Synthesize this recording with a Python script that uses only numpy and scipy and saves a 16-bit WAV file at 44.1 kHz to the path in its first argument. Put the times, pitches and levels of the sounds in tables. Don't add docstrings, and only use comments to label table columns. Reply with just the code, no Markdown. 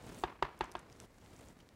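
import sys
import numpy as np
from scipy import signal
from scipy.fft import rfft, irfft
from scipy.io import wavfile

SR = 44100
rng = np.random.default_rng(int(sys.argv[2]) if len(sys.argv) > 2 else 0)


def amplitude_ratio(level_db):
    exponent = np.asarray(level_db, float) / 20
    return 10 ** exponent


def wav_record(signal):
    frames = np.transpose(np.atleast_2d(signal))
    bounded = np.clip(frames, -1, 1)
    quanta = np.round(bounded * 32767).astype(np.int16)
    wavfile.write(sys.argv[1], SR, quanta)


N = 77175

# (time [s], bristle contact level [dB], hand rustle level [dB])
MOTION = [(0, -72.5, -55.5), (0.071, -65, -50), (.15, -63.5, -51), (.22, -62, -55), (.24, -74, -57),
          (.4, -87, -67), (.62, -84, -59.5), (.86, -89, -61), (.91, -74, -58.5), (.97, -75.5, -60),
          (1.049, -66.5, -53.5), (1.067, -84, -69), (1.2, -74.5, -62), (1.4, -69.5, -57.5),
          (1.502, -70, -59), (1.562, -81.5, -66), (1.6, -73, -60), (1.64, -82, -65.5)]
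# (frequency [Hz], level [dB])
FIZZ_SPECTRUM = [(800, -16), (2000, -1), (4000, -4.5), (7000, -1), (10000, -2.5), (13000, -8.5),
                 (16000, -3.5)]
# (slip frequency [Hz], width [Hz])
BRISTLES = [(3500, 1300), (5800, 2300), (7800, 2100), (10500, 4000)]
SLIPS_PER_S, SLIP_SPREAD_DB, FINE_HISS = 300, 4.5, 1.1
CLUMP_DB, CLUMP_HZ = 1.2, 120
# (frequency [Hz], level [dB])
RUSTLE_SPECTRUM = [(30, -0.5), (80, 1), (200, 0.5), (400, -4), (800, -9.5), (1600, -17.5), (3200, -22)]
RUSTLE_TOP_HZ, LUMP_DB, LUMP_HZ = 4500, 2, 60

# (frequency [Hz], level [dB])
AIR_SPECTRUM = [(15, -20), (25, 4.5), (624, -19.5), (818, -21.5), (1440, -23.5), (2000, -22.5), (2280, -24),
                (2690, -32), (16000, -41.5)]
AIR_DB = -64.5

# (time [s], peak level [dB], frequency [Hz], length [ms])
SNAPS = [(.068, -47, 7500, 0.21), (.0915, -45.5, 7900, .4), (.125, -52, 6860, 0.43),
         (0.146, -45.5, 7900, .4), (.198, -45, 7950, 0.25), (.577, -53, 6130, 0.2),
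         (0.5911, -46, 10600, 0.24), (0.641, -49.5, 6160, 0.41), (0.6438, -43.5, 9200, 0.11),
         (.656, -53, 5700, .3), (0.7162, -44.5, 8200, 0.28), (0.7209, -40.5, 8400, 0.25),
         (.7395, -57, 9100, 0.34), (.768, -51.5, 7200, 0.3), (0.7908, -49.5, 7650, 1.03),
         (0.795, -51, 8600, 0.42), (.899, -50, 2880, 0.4), (.9205, -58.5, 6240, 0.5),
         (0.926, -49, 6800, .5), (.9625, -58, 7100, .3), (1.0015, -37, 6300, 0.12), (1.001, -40, 2420, .15),
         (1.184, -53, 7200, 0.2), (1.2618, -47, 2730, 0.11), (1.3343, -54.5, 9600, 0.14),
         (1.364, -47.5, 7500, 0.12), (1.486, -46, 7800, 0.13), (1.59, -53, 1800, .25),
         (1.601, -54, 2970, 2.5), (1.69, -46, 4000, .04)]
SNAP_WIDTH, SNAP_WIDE_DB = 0.3, -4

# (frequency [Hz], time to fall 60 dB [s])
ROOM_DECAY = [(100, 0.61), (300, 0.4), (800, 0.38), (2000, 0.41), (5000, 0.34), (12000, 0.36)]
ROOM_DB, ROOM_GAP_S = -15.5, 0.006

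# (time [s], level [dB], bounce delay [s], bounce level [dB], pitch factor [ratio])
TAPS = [
    (0.2368, -23, 0.002553, -7.5, 0.985),
    (0.4252, -21, .0033, -12.5, 1.037),
    (0.6085, -23.5, 0.0023, -8, .98),
    (0.7523, -30.5, 0.00297, -5, .97),
]
# (favoured frequency [Hz], its lift [dB], hollow-box level [dB], brightness [dB])
SPOTS = [
    (720, 7, 1, 0.5),
    (950, 5, 2, 0.5),
    (860, 2, 0, 0.5),
    (1010, 4.5, -5, 0),
]
SPOT_WIDTH_HZ, BRIGHT_HZ = 204, 1500
# (frequency [Hz], level [dB], time to fall 60 dB [s])
PAD_MODES = [(366.7, -9, 0.047), (767, -17, 0.069), (925, 1, 0.017), (1098, -1, 0.012), (1230, -25, 0.055),
             (1656, -14, 0.063), (1860, -11.5, 0.032), (2405, -9, 0.0083), (2610, -14.5, 0.022),
             (3636, -12.5, 0.013), (4600, -12.5, 0.0077)]
LONGEST_RING_S, RING_RISE_S = 0.045, 0.00054
# (frequency [Hz], level [dB])
CRACK_SPECTRUM = [(1500, 11), (3000, 12.5), (5000, -2), (7000, -6.5), (10000, -13.5), (15000, -28)]
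CRACK_DB, CRACK_S = -11, 0.0035
# (frequency [Hz], level [dB], time to fall 60 dB [s])
DESK_MODES = [(46.5, -11.5, 0.082), (143.4, -17.5, 0.1)]
DESK_RISE_S = 0.0044
# (frequency [Hz], level [dB])
WASH_SPECTRUM = [(150, -17.5), (360, 0), (540, -7.5), (950, 2), (1500, -6.5), (2600, -12), (4400, -23),
                 (9000, -44)]
WASH_DB, WASH_RISE_S = -22, 0.005
ECHO_DB, ECHO_HZ = 2.5, 70
TOUCH_S, TOUCH_DB = 0.0028, -26.5

MIC_LOW_HZ, MIC_TOP_HZ = 40.8, 15850


def evened(x):
    return x / np.sqrt(np.mean(x ** 2) + 1e-20)


def read(points, hz):
    f, value = np.transpose(points)
    return np.interp(np.log(hz + 1), np.log(f + 1), value)


def colour(x, points):
    gain = amplitude_ratio(read(points, np.fft.rfftfreq(len(x), 1 / SR)))
    return irfft(rfft(x) * gain, len(x))


def add(mix, s, sound):
    part = mix[max(round(s * SR), 0):][:len(sound)]
    part += sound[:len(part)]


def wander(hz):
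    u = np.fft.rfftfreq(N, 1 / SR) / hz
    return evened(irfft(rfft(rng.standard_normal(N)) * np.sqrt(u) * np.exp(-u ** 2), N))


def fizz():
    t = np.arange(-32, 32) / SR
    out = FINE_HISS * rng.standard_normal(N)
    for hz, width_hz in BRISTLES:
        hit, size = rng.random(N), rng.exponential(1, N)
        slips = (hit < SLIPS_PER_S / SR) * amplitude_ratio(SLIP_SPREAD_DB * np.minimum(size, 3))
        grain = np.exp(-(np.pi * width_hz * t) ** 2) * np.sin(2 * np.pi * hz * t)
        out = out + evened(np.convolve(slips, grain, "same")) / 2
    clumps = amplitude_ratio(CLUMP_DB * wander(CLUMP_HZ))
    return evened(colour(out, FIZZ_SPECTRUM) * clumps)


def rustle():
    low_pass = signal.butter(2, RUSTLE_TOP_HZ, fs=SR, output="sos")
    cloth = signal.sosfilt(low_pass, colour(rng.standard_normal(N), RUSTLE_SPECTRUM))
    return evened(cloth * amplitude_ratio(LUMP_DB * wander(LUMP_HZ)))


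def brush():
    s, fizz_db, rustle_db = np.transpose(MOTION)
    t = np.arange(N) / SR
    return fizz() * amplitude_ratio(np.interp(t, s, fizz_db)) + rustle() * amplitude_ratio(np.interp(t, s, rustle_db))


def air():
    return amplitude_ratio(AIR_DB) * evened(colour(rng.standard_normal(N), AIR_SPECTRUM))


def snaps():
    out, ms = np.zeros(N), np.arange(512) / SR * 1000
    f = np.fft.rfftfreq(512, 1 / SR)
    broad = amplitude_ratio(SNAP_WIDE_DB) * f / (f + 3000) * np.exp(-(f / 8000) ** 2)
    for s, db, hz, length_ms in SNAPS:
        band = np.exp(-((f / hz - 1) / SNAP_WIDTH) ** 2) + broad
        hiss = irfft(rfft(rng.standard_normal(512)) * band)
        burst = hiss * ms / length_ms * np.exp(-ms / length_ms)
        add(out, s, amplitude_ratio(db) * burst / abs(burst).max())
    return out


def dying(x):
    hz, t, z = signal.stft(x, SR, nperseg=256)
    decay = amplitude_ratio(-60 * t / read(ROOM_DECAY, hz)[:, None])
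    return signal.istft(z * decay, SR, nperseg=256)[1][:len(x)]


def room(x):
    echo = np.zeros(SR // 2)
    at = np.arange(0, len(echo) - 20, 20)
    echo[at + rng.integers(0, 20, len(at))] = rng.choice([-1., 1.], len(at))
    tail, out = dying(echo), np.zeros(N)
    add(out, ROOM_GAP_S, signal.fftconvolve(x, tail / np.linalg.norm(tail))[:N])
    return out


def pad_ring(t, pitch, spot):
    spot_hz, lift_db, box_db, bright_db = spot
    hz, db, t60 = np.transpose(PAD_MODES)[:, :, None]
    t60 = np.minimum(t60, LONGEST_RING_S)
    box = hz < 500
    lift = lift_db * np.exp(-((hz * pitch - spot_hz) / SPOT_WIDTH_HZ) ** 2)
    mode_db = db + lift + bright_db * (hz > BRIGHT_HZ) + box_db * box
    modes = np.where(box, 1, -1) * amplitude_ratio(mode_db - 60 * t / t60) * np.sin(2 * np.pi * hz * pitch * t)
    return modes.sum(0) * (1 - np.exp(-t / RING_RISE_S))


def contact_crack(t, bright_db):
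    noise = evened(colour(rng.standard_normal(len(t)), CRACK_SPECTRUM))
    return noise * np.exp(-t / CRACK_S) * amplitude_ratio(CRACK_DB + bright_db) * (1 - np.exp(-t / RING_RISE_S))


def desk_thump(t):
    modes = sum(amplitude_ratio(db - 60 * t / t60) * np.sin(2 * np.pi * hz * t) for hz, db, t60 in DESK_MODES)
    return modes * (1 - np.exp(-t / DESK_RISE_S))


def tap_wash(t):
    echoes = amplitude_ratio(ECHO_DB * wander(ECHO_HZ)[:len(t)])
    tail = dying(evened(colour(rng.standard_normal(len(t)), WASH_SPECTRUM)))
    return amplitude_ratio(WASH_DB) * echoes * tail * (1 - np.exp(-(t / WASH_RISE_S) ** 2))


def taps():
    out, t = np.zeros(N), np.arange(SR // 2) / SR
    thump = desk_thump(t)
    for (s, level_db, bounce_s, bounce_db, pitch), spot in zip(TAPS, SPOTS):
        ring = pad_ring(t, pitch, spot)
        blow = ring + contact_crack(t, spot[3]) + thump + tap_wash(t)
        add(out, s - TOUCH_S, amplitude_ratio(level_db + TOUCH_DB) * ring)
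        add(out, s, amplitude_ratio(level_db) * blow)
        add(out, s + bounce_s, amplitude_ratio(level_db + bounce_db) * ring)
    return out


def scene():
    clicks = snaps()
    return (brush() + air() + clicks + amplitude_ratio(ROOM_DB) * room(clicks) + taps())[None]


def roll_off(x):
    return signal.sosfilt(signal.butter(12, 16290, fs=SR, output="sos"), x)


def record(dry):
    high_pass = signal.butter(2, MIC_LOW_HZ, "high", fs=SR, output="sos")
    low_cut = signal.sosfilt(high_pass, dry)
    limited = signal.oaconvolve(low_cut, signal.firwin(255, MIC_TOP_HZ, fs=SR)[None], "same")
    return roll_off(limited)


dry = scene()
out = record(dry)
wav_record(out)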